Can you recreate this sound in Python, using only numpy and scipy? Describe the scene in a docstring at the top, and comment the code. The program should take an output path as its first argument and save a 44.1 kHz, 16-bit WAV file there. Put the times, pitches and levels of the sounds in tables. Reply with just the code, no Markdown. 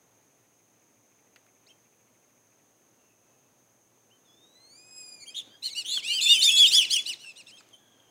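"""A marsh at dusk: low distant rumble, shrill insects and a far rattling bird. Then whistling ducks on a
boardwalk rail: one long rising whistle, and all call at once as they fly off, over a soft wash of noise.
Each side of a duck's syrinx can sound its own pitch: one side alone gives a whistle; when both sound,
they mix into sum and difference tones. Deck, rails and reeds add a short echo."""
import sys
import numpy as np
from scipy import signal
from scipy.fft import rfft, irfft, next_fast_len
from scipy.io import wavfile
from scipy.ndimage import uniform_filter1d

SR = 44100
rng = np.random.default_rng(int(sys.argv[2]) if len(sys.argv) > 2 else 0)


def waveform_to_disk(signal):
    """Save audio, clipped to [-1, 1], as 16-bit WAV at the path in sys.argv[1]."""
    frames = np.transpose(np.atleast_2d(signal))
    scaled = np.clip(frames, -1, 1) * 32767
    samples = np.round(scaled).astype(np.int16)
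    wavfile.write(sys.argv[1], SR, samples)


N = 357210
TIME, BINS = np.arange(N) / SR, np.fft.rfftfreq(N, 1 / SR)


def amp(db):
    """Decibels to gain."""
    return 10 ** (np.asarray(db) / 20)


def unit(x):
    """Scales to rms 1."""
    return x / np.sqrt(np.mean(x ** 2) + 1e-20)


def curve_at(points, hz):
    """Reads a curve on a log-frequency axis."""
    freqs, values = np.transpose(points)
    return np.interp(np.log(hz + 1), np.log(freqs + 1), values)


def add(mix, start, sound):
    """Mixes a sound in at a start time in seconds."""
    part = mix[round(start * SR):][:len(sound)]
    part += sound[:len(part)]


def noise(gain):
    """Noise of rms 1, shaped by a gain for each frequency."""
    return unit(irfft(rfft(rng.standard_normal(N)) * gain, N))


def noise_band(hz, width_hz):
    """A bell-shaped band of noise, rms 1."""
    return noise(np.exp(-((BINS - hz) / width_hz) ** 2 * 2))


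def flutter(t, rate_hz):
    """A random modulator of rms about 1 that rolls off above the rate."""
    size = next_fast_len(len(t) + 4096)
    lowpass = np.exp(-(np.fft.rfftfreq(size, 1 / SR) / rate_hz) ** 2)
    return unit(irfft(rfft(rng.standard_normal(size)) * lowpass, size))[:len(t)]


def gesture(start, length, attack=.01, release=.008):
    """Times, progress 0-1 and a soft on-off gate of one call."""
    t = np.arange(0, length, 1 / SR)
    ramp = np.clip(np.minimum(t / attack, (length - t) / release), 0, 1)
    return start + t, t / length, np.sin(np.pi / 2 * ramp) ** 2


def arch(progress, crest, first, top, last, rise=1.7, fall=2.1):
    """Bends from first to top at the crest, then to last; a power of 1 is straight, 2 a parabola."""
    crest = np.clip(crest, .02, .98)
    before = np.maximum(1 - progress / crest, 0)
    after = np.maximum((progress - crest) / (1 - crest), 0)
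    return top + (first - top) * before ** rise + (last - top) * after ** fall


def swell(progress, loudest, db, onset_db, ending_db):
    """Level envelope of a call; onset and ending are relative to its loudest moment."""
    return db + arch(progress, loudest, onset_db, 0, ending_db, rise=1.43, fall=1.48)


def membrane(t, hz, db, jitter, shimmer_db, rate_hz):
    """Phase and amplitude of one vibrating membrane, unsteady in pitch and strength."""
    phase = 2 * np.pi * np.cumsum(hz * (1 + jitter * flutter(t, rate_hz))) / SR
    return phase, np.sqrt(2) * amp(db + shimmer_db * flutter(t, rate_hz))


# EQ of the distant rumble: (frequency [Hz], relative level [dB])
RUMBLE_EQ = [(15, -59), (25, -20.5), (43, -18), (86, -13.5), (108, 1.5), (141, -4.5), (284, -1), (455, -3),
             (509, -2.5), (583, -3.5), (1600, -13), (2690, -15), (5400, -22.5), (7020, -57), (11900, -120)]
# fader ride of a far drone: (time [s], level [dB])
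DRONE_RIDE = [(3.9, -100), (4.4, -78), (5.0, -74.5), (5.3, -86.5), (8.1, -88)]


def marsh(rumble_db=-68.5, hiss_db=-73, whine_db=-88, whine_hz=11084):
    """The bed: distant rumble, even hiss, a drone that swells once and a faint high whine."""
    ride_db = np.interp(TIME, [0, 4, 5, 7.2, 8.1], [.61, .41, 2.9, 1.83, 2.6]) + .55 * flutter(TIME, 4)
    rumble = amp(rumble_db + ride_db) * noise(amp(curve_at(RUMBLE_EQ, BINS)))
    hiss = amp(hiss_db) * noise(BINS > 5000)
    drone = amp(np.interp(TIME, *np.transpose(DRONE_RIDE))) * noise_band(325, 35)
    whine = np.sqrt(2) * amp(whine_db) * np.sin(2 * np.pi * whine_hz * TIME)
    return rumble + hiss + drone + whine


# shrill insect chorus and faint low hums: (centre [Hz], width [Hz], level [dB])
INSECT_BANDS = [(6373, 610, -70), (8770, 1600, -84)]
HUM_BANDS = [(118, 16, -85.5), (249, 46, -83.5)]


def insects_and_hums():
    """Steady bands of noise: insects on top, hums underneath."""
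    return sum(amp(db) * noise_band(hz, width) for hz, width, db in INSECT_BANDS + HUM_BANDS)


def rattling_bird(level_db=-80.5, pulse_hz=13.5):
    """A distant bird's faint chatter: one bout of evenly pulsed noise."""
    bout = np.interp(TIME, [0, .4, 2.6, 2.7], [0, 1, 1, 0])
    pulses = np.cos(np.pi * pulse_hz * (TIME - 2.305)) ** 4
    return amp(level_db + flutter(TIME, 17)) * bout * unit(pulses) * noise_band(2320, 680)


# whistles from far over the marsh: (start [s], length [s], crest [share of length],
# first pitch [Hz], crest pitch [Hz], last pitch [Hz], starting level [dB])
FAR_CUES = [(1.689, 0.051, .6, 2820, 2630, 2500, -70), (2.982, .16, .4, 2720, 2760, 2560, -79),
            (3.079, .42, .3, 2590, 2610, 2580, -84), (5.521, 0.055, .45, 1790, 1680, 1520, -65.5),
            (7.233, 0.041, .35, 1720, 1610, 1530, -60.5), (7.7, .42, 0.22, 3320, 3326, 3040, -69),
            (7.781, .32, 0.28, 1686, 1620, 1550, -78.5)]


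def far_birds(fade_db=-2.5):
    """Whistles blurred by distance: wavering sines that fade a little as they go."""
    out = np.zeros(N)
    for start, length, *contour, db in FAR_CUES:
        t, progress, gate = gesture(start, length, attack=.022, release=.02)
        hz = arch(progress, *contour)
        phase, gain = membrane(t, hz, db + fade_db * progress, jitter=.026, shimmer_db=4.5, rate_hz=350)
        add(out, start, gate * gain * np.sin(phase))
    return out


# fader ride of the noise wash: (time [s], level before trim [dB])
WASH_RIDE = [(5.3, -65), (5.48, -63.5), (5.58, -79), (5.8, -60.5), (5.98, -55), (6.05, -58.5), (6.3, -50.5),
             (6.8, -50.5), (6.9, -55), (7.12, -55.5), (7.2, -65), (7.6, -65), (7.75, -66)]
# EQ of the wash: (frequency [Hz], relative level [dB])
WASH_EQ = [(30, -16), (90, -5), (300, 3), (700, -3), (1400, -6.5), (3000, 1), (8000, -14.5), (15000, -34)]


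def noise_wash(trim_db=-2):
    """A soft, unsteady wash of noise that swells under the loud calls."""
    ride_db = np.interp(TIME, *np.transpose(WASH_RIDE), left=-120, right=-120)
    return amp(trim_db + ride_db + .85 * flutter(TIME, 42.8)) * noise(amp(curve_at(WASH_EQ, BINS)))


# decay of the scatter from rails and reeds: (frequency [Hz], t60 [s])
REED_DECAY = [(300, 0.35), (3000, .55), (6000, 0.79), (14000, 0.068)]


def boardwalk_echo(dry, near_db=-14, tail_db=-21, near_t60=.194, taps_per_s=2000):
    """Adds quick reflections from the deck and rails, and a thin tail from the reeds."""
    t = np.arange(SR) / SR
    taps = rng.choice([-1., 1.], SR) * (rng.random(SR) < taps_per_s / SR) * (t > .002)
    near = taps * amp(-60 * t / near_t60)
    hz, when, spectra = signal.stft(taps[::-1], SR, nperseg=256)
    decay = amp(-60 * when / curve_at(REED_DECAY, hz)[:, None])
    tail = signal.istft(spectra * decay, SR, nperseg=256)[1][:SR]
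    echo = amp(near_db) * near / np.linalg.norm(near) + amp(tail_db) * tail / np.linalg.norm(tail)
    return dry + signal.fftconvolve(dry, echo)[:N]


# ticks, foot knocks and wing claps: (time [s], peak level [dB], centre [Hz], t60 [s])
KNOCK_CUES = [(1.36, -44.5, 2120, 0.041), (1.465, -55, 1900, 0.018), (5.469, -50.5, 300, 0.28),
              (5.975, -34.5, 1530, 0.054), (6.583, -41.5, 748, 0.14), (6.617, -43, 1000, .08),
              (6.762, -47.5, 320, 0.176), (7.606, -46.5, 1350, 0.041), (7.689, -47.5, 6500, .01)]


def knocks():
    """Small impacts: dying noise bursts through one broad resonance each."""
    out, t = np.zeros(N), np.arange(SR // 8) / SR
    for start, db, hz, t60 in KNOCK_CUES:
        burst = rng.standard_normal(len(t)) * amp(-60 * t / t60)
        ring = signal.lfilter(*signal.iirpeak(hz, Q=1.8, fs=SR), burst)
        add(out, start, amp(db) * ring / abs(ring).max())
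    return out


# EQ of the air that drives the calls: (frequency [Hz], relative level [dB])
BREATH_EQ = [(800, -33.5), (1400, -17), (2200, 4.5), (4000, -7), (8500, -1), (10500, -2.5), (12000, 0.5),
             (15500, -7.5)]


def breath(calls, air_db=-19.5, full_cry_db=-45.5):
    """A hiss that follows the treble of the calls, growing with how hard the flock cries."""
    treble = signal.sosfilt(signal.butter(4, 4200, "high", fs=SR, output="sos"), calls)
    cry = np.sqrt(abs(uniform_filter1d(uniform_filter1d(treble ** 2, size=1100), size=1100)))
    drive = np.clip(cry / amp(full_cry_db), .2, 1)  # soft whistles stay clean
    return amp(air_db) * cry * drive * noise(amp(curve_at(BREATH_EQ, BINS)))


# colour that throat and bill give to overtones: (frequency [Hz], gain [dB])
THROAT_EQ = [(1200, -34), (1600, -21), (1950, -7.5), (2400, -12.5), (3300, 16), (5000, 1), (6000, -1.5),
             (7400, -.5), (9300, -3.5), (10300, -9), (11300, -18.5), (12500, -21.5), (15500, -14)]


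def partial(phase, hz, waver_db=1.8, waver_hz=50):
    """One overtone or mixing tone, coloured by the throat and wavering in strength on its own."""
    db = curve_at(THROAT_EQ, abs(hz)) + waver_db * flutter(phase, waver_hz)
    return amp(db) * np.sin(phase) * (hz < SR / 2)


def harmonics(t, phase, hz, over_db, tilt_db, fray, slack_db=26):
    """The fundamental and its overtones, which build up in turn and fray more the higher they lie."""
    # a slack, low-pitched membrane closes softly: its top overtones fade
    tilt_db = tilt_db - slack_db * np.clip(np.log2(2800 / hz), 0, 1)
    build = np.minimum((t - t[0]) / .016, 1) ** .6
    overtones = 0
    for k in range(2, 7):
        gain = amp(tilt_db * max(k - 3, 0) ** 1.4) * build ** (k - 1)
        overtones += gain * partial(k * (phase + fray * flutter(t, 574)), k * hz)
    return np.sin(phase) + amp(over_db) * overtones


def whistle(t, gate, hz, db, over_db, waver_db=5, tilt_db=-2):
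    """One side of the syrinx sounds alone: a clean stack that frays and brightens when driven hard."""
    effort = np.clip((np.maximum(db, over_db) + 50) / 25, 0, 1)
    phase, gain = membrane(t, hz, db + .8 * flutter(t, 30), jitter=.0016, shimmer_db=.8, rate_hz=120)
    balance_db = over_db - db + waver_db * flutter(t, 60)
    fray = .02 + .12 * effort
    return gate * gain * harmonics(t, phase, hz, balance_db, tilt_db + 1.5 * effort, fray, slack_db=7.5)


def call_shape(start, length, crest, first_hz, top_hz, last_hz, loudest, peak_db, over_peak_db):
    """One short call: times, gate, arched pitch and the envelopes of fundamental and overtones."""
    t, progress, gate = gesture(start, length)
    hz = arch(progress, crest, first_hz, top_hz, last_hz)
    db = swell(progress, loudest, peak_db, onset_db=-18.5, ending_db=-28)
    over_db = swell(progress, .45, over_peak_db, onset_db=-7.5, ending_db=-10.5)
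    return t, gate, hz, db, over_db


# path of the long whistle, levels before trims:
# (time [s], pitch [Hz], fundamental [dB], second harmonic [dB])
LONG_WHISTLE_PATH = [(4.24, 1880, -83, -74), (4.294, 1680, -96, -67), (4.538, 1964, -96, -67.5),
                     (4.564, 1990, -75, -65), (4.696, 2170, -80, -59), (4.794, 2454, -66, -60.5),
                     (4.832, 2480, -63.5, -59.5), (4.854, 2512, -68, -65), (4.978, 2524, -63, -50),
                     (5.008, 2510, -57.5, -53), (5.056, 2470, -64, -50.5), (5.148, 2449, -61, -54.5),
                     (5.16, 2430, -62, -59.5), (5.224, 2380, -62, -55), (5.274, 2316, -64, -62),
                     (5.29, 2330, -70, -47)]


def long_whistle(trim_db=.5):
    """One duck draws out a thin whistle that dips, climbs and levels off."""
    out = np.zeros(N)
    times, *columns = np.transpose(LONG_WHISTLE_PATH)
    t, _, gate = gesture(times[0], times[-1] - times[0])
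    hz, db, second_db = [np.interp(t, times, column) for column in columns]
    over_db = second_db - curve_at(THROAT_EQ, 2 * hz)  # offsets the throat's gain on the second harmonic
    add(out, t[0], whistle(t, gate, hz, db + trim_db, over_db + trim_db, waver_db=1.7, tilt_db=-.5))
    return out


# one-voiced calls, levels before trim and throat EQ: (start [s], length [s], crest [share of length],
# first pitch [Hz], crest pitch [Hz], last pitch [Hz], loudest moment [share of length],
# fundamental [dB], overtones [dB])
WHISTLE_CUES = [(4.097, 0.1, 0.35, 2440, 3095, 2980, 0.23, -63.0, -81.0),
                (5.197, 0.052, 0.67, 2060, 2236, 1940, 0.93, -55, -56),
                (5.253, 0.06, 0.4, 2120, 3220, 3100, 0.67, -44, -58),
                (5.28, 0.06, 0.6, 2030, 2530, 2500, 0.45, -54.5, -53),
                (5.469, 0.13, 0.98, 1460, 1644, 1630.0, 0.53, -73, -76),
                (5.67, 0.097, 0.77, 1950, 2290, 2250.0, 0.59, -54.5, -63.5),
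                (5.69, 0.06, 0.2, 2202, 2275, 1700, 0.3, -62, -54),
                (6.034, 0.13, 0.53, 2340.0, 2873, 2370.0, 0.6, -28, -46),
                (6.085, 0.15, 0.86, 2270, 2600, 2700, 0.1, -40.0, -48.5),
                (6.209, 0.23, 0.76, 2400, 3080, 2670, 0.87, -26.0, -42.5),
                (6.252, 0.14, 0.45, 2260.0, 2878, 2080, 0.54, -20, -41),
                (6.394, 0.12, 0.31, 3314, 3666, 3345, 0.81, -17.5, -29),
                (6.463, 0.19, 0.27, 2145, 2673, 2240.0, 0.17, -27.5, -42),
                (6.475, 0.207, 0.69, 3312, 3389, 2330, 0.86, -14.5, -36.5),
                (6.811, 0.086, 0.24, 3040, 3020, 2030.0, 0.42, -31, -49),
                (6.911, 0.1, 0.24, 2857, 3132, 1870, 0.56, -24.5, -38.5),
                (6.96, 0.071, 0.58, 3070, 3416, 3380, 0.48, -27.0, -50),
                (7.492, 0.12, 0.45, 2173, 3196, 3170.0, 0.35, -51.5, -63),
                (7.724, 0.0464, 0.55, 3300, 3086, 3210, 0.42, -50, -59.5)]


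def short_whistles():
    """Quick arched whistles, each from one side of a syrinx."""
    out = np.zeros(N)
    for cue in WHISTLE_CUES:
        add(out, cue[0], whistle(*call_shape(*cue)))
    return out


# two-voiced calls: the low voice in the columns of WHISTLE_CUES, then the high voice's
# (crest [share of length], first pitch [Hz], crest pitch [Hz], last pitch [Hz],
# loudest moment [share of length], level before trim [dB])
CHIRP_CUES = [(1.661, 0.075, 0.66, 1486, 3170.0, 2640, 0.69, -58.5, -73, 0.37, 3280, 5560.0, 4970, 0, -62.0),
              (5.338, 0.087, 0.46, 2580, 3340, 2350.0, 0.4, -41, -53, 0.38, 2933, 3710.0, 2630.0, 0.61, -33.5),
              (5.62, 0.091, 0.41, 2426, 3055, 2210, 0.52, -41.5, -48, 0.38, 3790.0, 4306, 2810, 0.49, -30),
              (5.744, 0.089, 0.46, 2497, 2925, 2370, 0.51, -31, -45, 0.42, 3890.0, 4610.0, 3100, 0.63, -34),
              (5.842, 0.17, 0.61, 2720, 3530, 2200, 0.82, -29, -42.0, 0.72, 2820, 4430, 2700, 0.55, -31.0),
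              (6.02, 0.2, 0.69, 2128, 3150, 2240, 0.9, -27.5, -43, 0.93, 2880, 5000, 5000.0, 0.67, -33.0),
              (6.201, 0.088, 0.34, 3040, 3570, 3485, 0.93, -20, -32.5, 0.41, 3203, 4410, 3720, 0.15, -28.0),
              (6.26, 0.13, 0.43, 3320.0, 3657, 2080, 0.42, -17, -35.5, 0.82, 3940, 5000, 4820, 0.45, -29),
              (6.404, 0.12, 0.59, 2290.0, 3540, 2124, 0.87, -24.0, -29.5, 1, 3236, 6790, 6210.0, 0.2, -22.0),
              (6.555, 0.092, 0.41, 3500.0, 3617, 1973, 0.63, -22.5, -29.5, 0.9, 3350, 5390, 5350.0, 0.24, -25.5),
              (6.635, 0.1, 0.45, 2184, 3750, 3060.0, 0.24, -21, -34.5, 0.88, 2700.0, 6160, 6050.0, 0.46, -30),
              (6.706, 0.13, 0.46, 2410.0, 3468, 2040, 0.62, -15, -29, 0.72, 3486, 6180.0, 5470.0, 0.29, -22.5),
              (6.74, 0.12, 0.51, 3040.0, 3070, 1717, 0.67, -23.5, -40, 0.44, 5850, 6220.0, 3600.0, 1, -37),
              (6.894, 0.083, 0.46, 2315, 3360.0, 1740.0, 0.62, -24.5, -32.5, 1, 3670, 5940, 5700.0, 0.29, -25.5),
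              (7.052, 0.095, 0.39, 2340, 2993, 1570, 0.53, -32.0, -41.5, 0.66, 3415, 5390.0, 3420.0, 0.17, -35.5),
              (7.181, 0.078, 0.55, 2524, 2970, 2610, 0.98, -47, -56, 0.77, 3510.0, 4420, 4380.0, 0.43, -53),
              (7.229, 0.1, 0.47, 2736, 2690, 2360, 0.63, -42, -56.0, 0.35, 4400.0, 4310.0, 3850, 0.95, -62),
              (7.352, 0.078, 0.41, 2154, 2924, 1820, 0.68, -49.5, -56, 0.49, 3100.0, 4260, 3330, 0.24, -51),
              (7.459, 0.059, 0.34, 2370, 2740, 1760.0, 0.46, -51.5, -56.5, 0.74, 3260, 4270, 3510.0, 0.2, -54.5),
              (7.564, 0.052, 0.3, 2330, 2655, 2050, 0.35, -56, -60.5, 0.58, 2820, 4200, 3590, 0, -54)]


def chirp(cue, mixing_db=-3.5, difference_db=-9.5, rasp_db=-23):
    """Both sides of the syrinx sound: a clear low voice, a rougher high one and their mixing tones."""
    *low_voice, crest, first_hz, top_hz, last_hz, loudest, peak_db = cue
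    t, gate, low_hz, low_db, over_db = call_shape(*low_voice)
    progress = np.linspace(0, 1, len(t))
    high_hz = arch(progress, crest, first_hz, top_hz, last_hz, rise=1.4)
    high_db = swell(progress, loudest, peak_db, onset_db=-15, ending_db=-30)
    # voices close in pitch pull at each other and turn rough; so does a duck in full cry
    rough = np.exp(-abs(high_hz - low_hz) / 550) + .3 * np.clip((over_db + 42) / 12, 0, 1)
    low_phase, low_gain = membrane(t, low_hz, low_db, .003 + .009 * rough, shimmer_db=1.6, rate_hz=300)
    high_phase, high_gain = membrane(t, high_hz, high_db, .007 + .026 * rough, shimmer_db=3.2,
                                     rate_hz=400)
    fray = .05 + .22 * rough
    balance_db = over_db - low_db + 1.96 * flutter(t, 250)
    sound = low_gain * harmonics(t, low_phase, low_hz, balance_db, tilt_db=-.2, fray=fray)
    sound += high_gain * (np.sin(high_phase) + amp(-19.5) * gate * partial(2 * high_phase, 2 * high_hz))
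    # the weaker voice limits how strongly the two mix, once both are under way
    settled = np.minimum((t - t[0]) / .018, 1)
    mixing = amp(mixing_db) * settled * low_gain * high_gain / (low_gain + high_gain)
    for m, n, db in [(1, 1, 0), (2, 1, -3), (1, 2, -6)]:  # sum tones
        phase = m * low_phase + n * high_phase + 2 * fray * flutter(t, 700)
        sound += amp(db) * mixing * partial(phase, m * low_hz + n * high_hz)
    for m, n in [(-1, 2), (3, -1), (2, -1), (-1, 1)]:  # difference tones
        phase = m * low_phase + n * high_phase
        sound += amp(difference_db) * mixing * partial(phase, m * low_hz + n * high_hz)
    # turbulent air smears the voices into a rasp
    rasp = sum(flutter(t, 1400) * partial(k * low_phase, k * low_hz) for k in (2, 3))
    rasp += 1.2 * flutter(t, 800) * np.sin(low_phase)
    rasp_gain = amp(rasp_db) * (.14 + 2 * rough) * settled * (high_gain + amp(over_db) + .13 * low_gain)
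    return gate * (sound + rasp_gain * rasp)


def ducks(trim_db=.3):
    """The flock up close: whistles and two-voiced chirps, wrapped in their breath."""
    calls = long_whistle() + short_whistles()
    for cue in CHIRP_CUES:
        add(calls, cue[0], chirp(cue))
    return amp(trim_db) * (calls + breath(calls))


def scene():
    """Mono mix: ducks, knocks and the noise wash in front of the marsh."""
    foreground = boardwalk_echo(ducks() + knocks()) + noise_wash()
    return (foreground + far_birds() + rattling_bird() + marsh() + insects_and_hums())[None]


def record(dry, cutoff_hz=15850):
    """A steep low-pass takes off the very top of the mix."""
    lowpass = signal.firwin(511, cutoff_hz, window=("kaiser", 9), fs=SR)
    return signal.oaconvolve(dry, lowpass[None], "same")


dry = scene()
out = record(dry)
waveform_to_disk(out)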